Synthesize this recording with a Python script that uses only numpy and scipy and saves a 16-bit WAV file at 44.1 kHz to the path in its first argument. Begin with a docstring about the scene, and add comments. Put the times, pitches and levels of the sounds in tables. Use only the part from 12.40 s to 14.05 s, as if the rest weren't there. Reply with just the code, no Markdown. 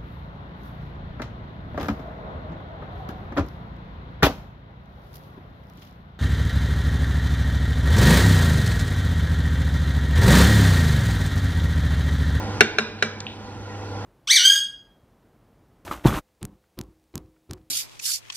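"""In a tiled bathroom, a plastic brush is knocked three times on the porcelain of a toilet bowl; drops fall from it.
Each knock is a set of dying tones with a crack of noise; drops and trickles are short bursts of filtered noise.
Behind them lie mains hum, made of sine waves, and the rush of ventilation, made of patchy noise.
The recorder's gain control turns everything down after loud sounds, then slowly up again."""
import sys
import numpy as np
from scipy import signal
from scipy.fft import rfft, irfft
from scipy.io import wavfile
from scipy.ndimage import uniform_filter1d

SR = 44100
rng = np.random.default_rng(int(sys.argv[2]) if len(sys.argv) > 2 else 0)


def elevation(decibels):
    """Turn decibel levels (scalar or array-like) into linear amplitude ratios."""
    levels = np.asarray(decibels, float)
    return 10 ** (levels / 20)


def master(y):
    """Save y as 16-bit WAV."""
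    cut = np.clip(np.atleast_2d(y).T, -1, 1)
    pcm = np.round(cut * 32767)  # scale
    wavfile.write(sys.argv[1], SR, pcm.astype(np.int16))


N = 72765  # length of the scene in samples
LAG_S = -0.000085  # negative: the right side hears noise and trickles this much later


def read(points, hz):
    """Reads a spectrum between its points, along a logarithmic frequency axis."""
    f, value = np.transpose(points)
    return np.interp(np.log(hz + 1), np.log(f + 1), value)


def curve(points, t):
    """Reads a curve in time between its points."""
    return np.interp(t, *np.transpose(points))


def evened(x):
    """Scales a sound to an rms of 1."""
    return x / np.sqrt(np.mean(x ** 2) + 1e-20)


def add(mix, start_s, sound):
    """Adds a sound to the mix from start_s on, cut off at the end of the mix."""
    part = mix[:, round(start_s * SR):][:, :sound.shape[-1]]
    part += sound[..., :part.shape[1]]


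def ports(x, lag_s):
    """Makes a left-right pair: a negative lag lets the sound reach the right side later."""
    hz = np.fft.rfftfreq(len(x), 1 / SR)
    right = irfft(rfft(x) * np.exp(2j * np.pi * hz * lag_s), len(x))
    return np.array([x, right])


def spread(a, b, hz):
    """Blends two spectra into a left-right pair: the more they share, the narrower it sounds."""
    # how alike left and right are, before the later steps: f/Hz, likeness (0 to 1)
    likeness = [(25, 0.93), (60, 1), (400, 1), (1000, 0.95), (2500, 0.78), (6000, 0.68), (15000, 0.34)]
    # balance: f/Hz, left minus right level/dB
    balance = [(30, -7.5), (180, -2.5), (550, -1.5), (1650, -1.5), (4970, -1), (15000, -0.5)]
    # level of what both sides share, so treble comes mostly from the sides: f/Hz, level/dB
    centre = [(6000, 0), (6500, -1), (6900, -27), (9500, -27), (12500, -13), (15000, -18)]
    same = np.clip(read(likeness, hz), 0, 1)[:, None]
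    side = elevation(read(balance, hz) / 2)[:, None]
    left = a * side * np.exp(-2j * np.pi * hz * LAG_S)[:, None]
    right = (same * a + np.sqrt(1 - same ** 2) * b) / side
    mid = (left + right) / 2 * elevation(read(centre, hz))[:, None]
    off = (left - right) / 2
    return np.array([mid + off, mid - off])


def hum():
    """Mains hum: sine waves at twice the mains frequency and its multiples, wavering together."""
    # the lines of the hum: f/Hz, rms level before the wavering/dB
    lines = [(100, -37), (200, -55), (300, -49)]
    # how the hum wavers: t/s, level change/dB
    waver = [(0, 5), (.12, 5.5), (.33, 2), (.4, -1), (.6, 2), (.8, 0), (.97, -6.5), (1.2, -2.5),
             (1.58, 3.5), (1.65, 3.5)]
    t = np.arange(N) / SR
    total = np.zeros(N)
    for hz, db in lines:
        total += np.sqrt(2) * elevation(db) * np.sin(2 * np.pi * (hz * t + rng.random()))
    return elevation(curve(waver, t)) * total


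def ventilation():
    """Rushing air: random noise, patchy in time and pitch, strengthened where the ducts resonate."""
    # tone colour of the rush without the ducts: f/Hz, relative level per Hz/dB
    air_spectrum = [(15, -61), (25, -20.5), (97, -5.5), (149, -13.5), (301, -11), (560, -15.5),
                    (775, -17.5), (1130, -23), (1400, -22), (2220, -26), (5730, -30.5), (12500, -41.5),
                    (16000, -65)]
    # duct resonances: f/Hz, width/Hz, boost/dB
    ducts = [(217.7, 12, 9), (378.4, 13, 8.5), (486.6, 28.8, 13), (786.3, 30.3, 16.5), (860, 17, 10),
             (995, 112, 11), (1400, 120, 8.5), (1922, 35, 10)]
    # how the rush changes: t/s, level change/dB
    rush = [(0, 3), (.1, 3), (.3, 5.5), (.6, -4), (.85, -3.5), (.98, -6), (1.2, -5.5), (1.45, -3),
            (1.65, -1)]
    air_db, patchy_db = -33, 1.4  # rms level before the changes; rms depth of the patches
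    frames, hz = N // 512 + 5, np.fft.rfftfreq(2048, 1 / SR)
    a, b, c, d, patches = rng.standard_normal((frames, 1025, 5)).T
    patches = uniform_filter1d(patches, size=16, axis=0)  # smooth across pitch
    patches = evened(uniform_filter1d(patches, size=5, axis=1))  # smooth in time
    db = read(air_spectrum, hz)
    for f, width_hz, boost_db in ducts:
        db = db + boost_db / (1 + (2 * (hz - f) / width_hz) ** 2)
    z = spread(a + 1j * b, c + 1j * d, hz) * elevation(db[:, None] + patchy_db * patches)
    noise = signal.istft(z, nperseg=2048, noverlap=1536)[1][:, :N]
    return elevation(air_db + curve(rush, np.arange(N) / SR)) * evened(noise)


def bathroom(x):
    """Reverberation: dense echoes of random sign, each pitch band dying at its own speed."""
    # how long the room rings: f/Hz, time to fall by 60 dB/s
    room_t60 = [(150, 0.96), (400, 0.57), (1000, 0.54), (2500, 0.55), (5000, 0.5), (9000, 0.15),
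                (16000, 0.044)]
    taps = np.zeros((2, SR))
    # one echo at a random place in every 20 samples
    at = np.arange(200, SR - 20, 20) + rng.integers(0, 20, (2, (SR - 201) // 20))
    np.put_along_axis(taps, at, rng.choice([-1., 1.], at.shape), 1)
    hz, t, z = signal.stft(taps, SR, nperseg=512)
    fading = elevation(-60 * t / read(room_t60, hz)[:, None])
    tail = signal.istft(spread(*z, hz) * fading, SR, nperseg=512)[1]
    return signal.fftconvolve(x[None], tail / np.linalg.norm(tail[0]), axes=1)[:, :N]


def trickle(length_s, db, hz, width_hz):
    """Water running off the bristles: uneven fine noise in one band that fades a little and stops short."""
    fade_db, edge_s = -9, 0.0013  # fade over the whole length; time to start and to stop
    n = round(length_s * SR)
    t, f = np.arange(n) / SR, np.fft.rfftfreq(n, 1 / SR)
    bursts = elevation(2.3 * rng.exponential(1, (2, 8192))[:, :n])  # some grains stick out
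    spatter = rng.standard_normal((2, 8192))[:, :n] * bursts
    a, b = irfft(rfft(spatter) / (1 + (2 * (f - hz) / width_hz) ** 6), n)
    pair = evened(ports(a, LAG_S) + 0.4 * np.array([b, -b]))  # b widens the pair
    edges = np.clip(np.minimum(t, length_s - t) / edge_s, 0, 1)
    return elevation(db + fade_db * t / length_s) * pair * edges


def water_drop(db, low_hz, high_hz, t60):
    """A falling drop: a tick made of a sudden push and noise, dying together, in a steep band."""
    lag_s = -0.0000688  # the right side hears it later
    t = np.arange(2048) / SR
    splash = (1 + rng.standard_normal(len(t))) * elevation(-60 * t / t60)
    band = signal.butter(7, [low_hz, high_hz], "bandpass", fs=SR, output="sos")
    tick = signal.sosfilt(band, splash)
    return ports(elevation(db) * tick / abs(tick).max(), lag_s)


def knock(db, bright_db, thud_db, air_db, contact_s):
    """Brush on porcelain: paired tones (modes) swell and die under a crack of noise. 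Row 3 feeds the room."""
    # pitches of the modes of the bowl and its air: f/Hz
    mode_hz = [147, 219, 310, 425, 465, 610, 746, 1196, 1378, 1472, 1578, 1706, 1952, 2204, 2290, 2412,
               2735, 3000, 3200, 3420, 3865, 4253, 4650, 5000, 5460, 6050, 6600]
    # the same modes in order: level before each knock's changes/dB, time to fall by 60 dB/s
    modes = [(-18, 0.21), (-12.5, 0.25), (-14, 0.044), (-4.5, 0.032), (-23.5, 0.22), (-12, 0.049),
             (-10, 0.036), (-19, 0.055), (-9, 0.05), (-0.5, 0.026), (-1, 0.029), (-4.5, 0.032), (-18, 0.13),
             (-10, 0.019), (-5, 0.025), (-9, 0.032), (-11, 0.036), (-19, .04), (-23, 0.036), (-18, 0.034),
             (-3.5, 0.02), (-16, 0.035), (-25.5, 0.017), (-16.5, 0.02), (-16, 0.03), (-16, 0.019),
             (-24, 0.03)]
    # tone colour of the crack before each knock's brightness: f/Hz, relative level per Hz/dB
    crack_spectrum = [(150, -34), (400, -12), (900, 0.5), (1500, -2.5), (2400, -2), (3200, -8.5),
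                      (3900, 0.5), (4600, -12.5), (5500, -7), (6500, -9), (8000, -11), (12000, -26.5),
                      (17000, -76)]
    crack_db, crack_t60, crack_near_db = -8, 0.036, -3.5  # the crack is weaker straight than in the room
    lag_s = -0.000057  # the right side hears it later
    twin_db, twin_apart = -5, 0.042  # twin of each mode: highest level, typical share of pitch away
    scatter = 1  # random phase of a blow, radians
    swell_s = 0.044  # air in the bowl, under 250 Hz: it swells this long, fades and returns faintly
    bloom_cycles, treble_s = 2.18, 0.0026  # other modes swell this many cycles; over 3 kHz this much longer
    air_to_room_db, bass_to_room_db, ring_to_room_db = -5, -2, -8.5  # under 250 Hz, under 1 kHz, above
    wall_s, wall_db = 0.0095, -22  # first echo off the tiles

    t = np.arange(16384) / SR
    out = np.zeros((3, len(t)))
    for hz, (mode_db, t60), u in zip(mode_hz, modes, rng.standard_normal((len(modes), 4))):
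        in_air = hz < 250
        # phase at left and right, pushed apart at random
        apart = 0.5 * u[1] * np.array([[1], [-1]]) * min(hz / 1500, 1)
        turn = 2 * np.pi * hz * (t - contact_s + np.array([[0], [lag_s]])) + apart
        twin = elevation(twin_db) * min(hz / 3000, 1) * np.sin(turn * (1 + twin_apart * u[2]) + np.pi * u[3])
        if in_air:
            level_db = mode_db + air_db
            progress = t / swell_s
            to_room_db = air_to_room_db
        else:
            level_db = mode_db + thud_db * (hz < 500) + bright_db * np.log2(hz / 1500)
            bloom_s = contact_s + bloom_cycles / hz + treble_s * (hz > 3000)
            progress = np.minimum(t / bloom_s, 1)
            to_room_db = bass_to_room_db if hz < 1000 else ring_to_room_db
        bloom = np.sin(np.pi / 2 * progress)
        mode = bloom * elevation(level_db - 60 * t / t60) * (np.cos(turn + scatter * u[0]) + twin)
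        out += np.vstack([mode, elevation(to_room_db) * mode[1]])

    f = np.fft.rfftfreq(len(t), 1 / SR)
    colour = elevation(read(crack_spectrum, f) + bright_db * np.log2((f + 50) / 1500))
    a, b = irfft(rfft(rng.standard_normal((2, len(t)))) * colour)
    crack = evened(ports(a, lag_s) + 0.067 * np.array([b, -b]))  # b widens the pair
    crack = crack * elevation(crack_db - 60 * t / crack_t60) * np.minimum(t / contact_s, 1)
    out += np.vstack([elevation(crack_near_db) * crack, crack[1]])
    echo = np.roll(out, round(wall_s * SR), axis=1) * (t > wall_s)
    return elevation(db) * (out + elevation(wall_db) * echo)


def scene():
    """Hum and ventilation under trickles, drops and knocks, which also sound in the room."""
    # water running off the bristles: start t/s, length t/s, rms level at the start/dB, centre f/Hz, width/Hz
    trickles = [(0.93, 0.049, -53, 3100, 2200), (0.71, .007, -47, 4500, 3500),
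                (.869, 0.076, -36.5, 3240, 1800), (.585, 0.055, -37.5, 2500, 5600)]
    # drops: t/s, peak level/dB, low edge f/Hz, high edge f/Hz, time for the splash to fall by 60 dB/s
    drops = [(0.8037, -15, 3550, 7200, 0.015), (.8046, -25, 2000, 4300, 0.0092),
             (0.8667, -14.5, 2400, 4260, .002)]
    # knocks: t/s, strength level/dB, brightness/dB per octave, extra thud at 250-500 Hz level/dB,
    # air in the bowl level/dB, contact time/s
    knocks = [(0.207, 6.5, 1.5, 6.5, -5, 0.001162), (0.384, 2.5, 1, 2, -2, 0.0022),
              (0.6241, -1, 1, 2, -1.5, 0.002)]
    room_db, water_room_db = -7.5, -21.5  # how strongly knocks and water feed the room
    blows, water = np.zeros((3, N)), np.zeros((2, N))
    for mix, table, source in ((water, trickles, trickle), (water, drops, water_drop), (blows, knocks, knock)):
        for start_s, *settings in table:
            add(mix, start_s, source(*settings))
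    echoes = bathroom(elevation(room_db) * blows[2] + elevation(water_room_db) * water[1])
    return hum() + ventilation() + echoes + water + blows[:2]


def band_limit(x):
    """A steep low-pass at the top of the band."""
    return signal.sosfilt(signal.butter(12, 18130, fs=SR, output="sos"), x)


def record(dry):
    """The recorder's gain control falls after loud sounds and climbs back slowly; peaks are rounded off."""
    threshold_db, slope = -32, 0.47  # cut in dB for each dB above the threshold
    sense_s, fall_s, rise_db_per_s = 0.063, 0.029, 22  # smoothing of loudness and of the cut; climb back
    ceiling = 1.03
    r = np.exp(-1 / (sense_s * SR))
    power = signal.lfilter([1 - r], [1, -r], (dry ** 2).mean(0))
    power_db = 10 * np.log10(power + 1e-12)
    cut_db = slope * np.maximum(power_db - threshold_db, 0)
    # hold the deepest cut so far, relaxing at a steady rate
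    climb = np.arange(N) * rise_db_per_s / SR
    cut_db = np.maximum.accumulate(cut_db + climb) - climb
    r = np.exp(-1 / (fall_s * SR))
    level = dry / elevation(signal.lfilter([1 - r], [1, -r], cut_db))
    rounded = level / (1 + abs(level / ceiling) ** 4) ** 0.25
    return band_limit(rounded)


dry = scene()
out = record(dry)
master(out)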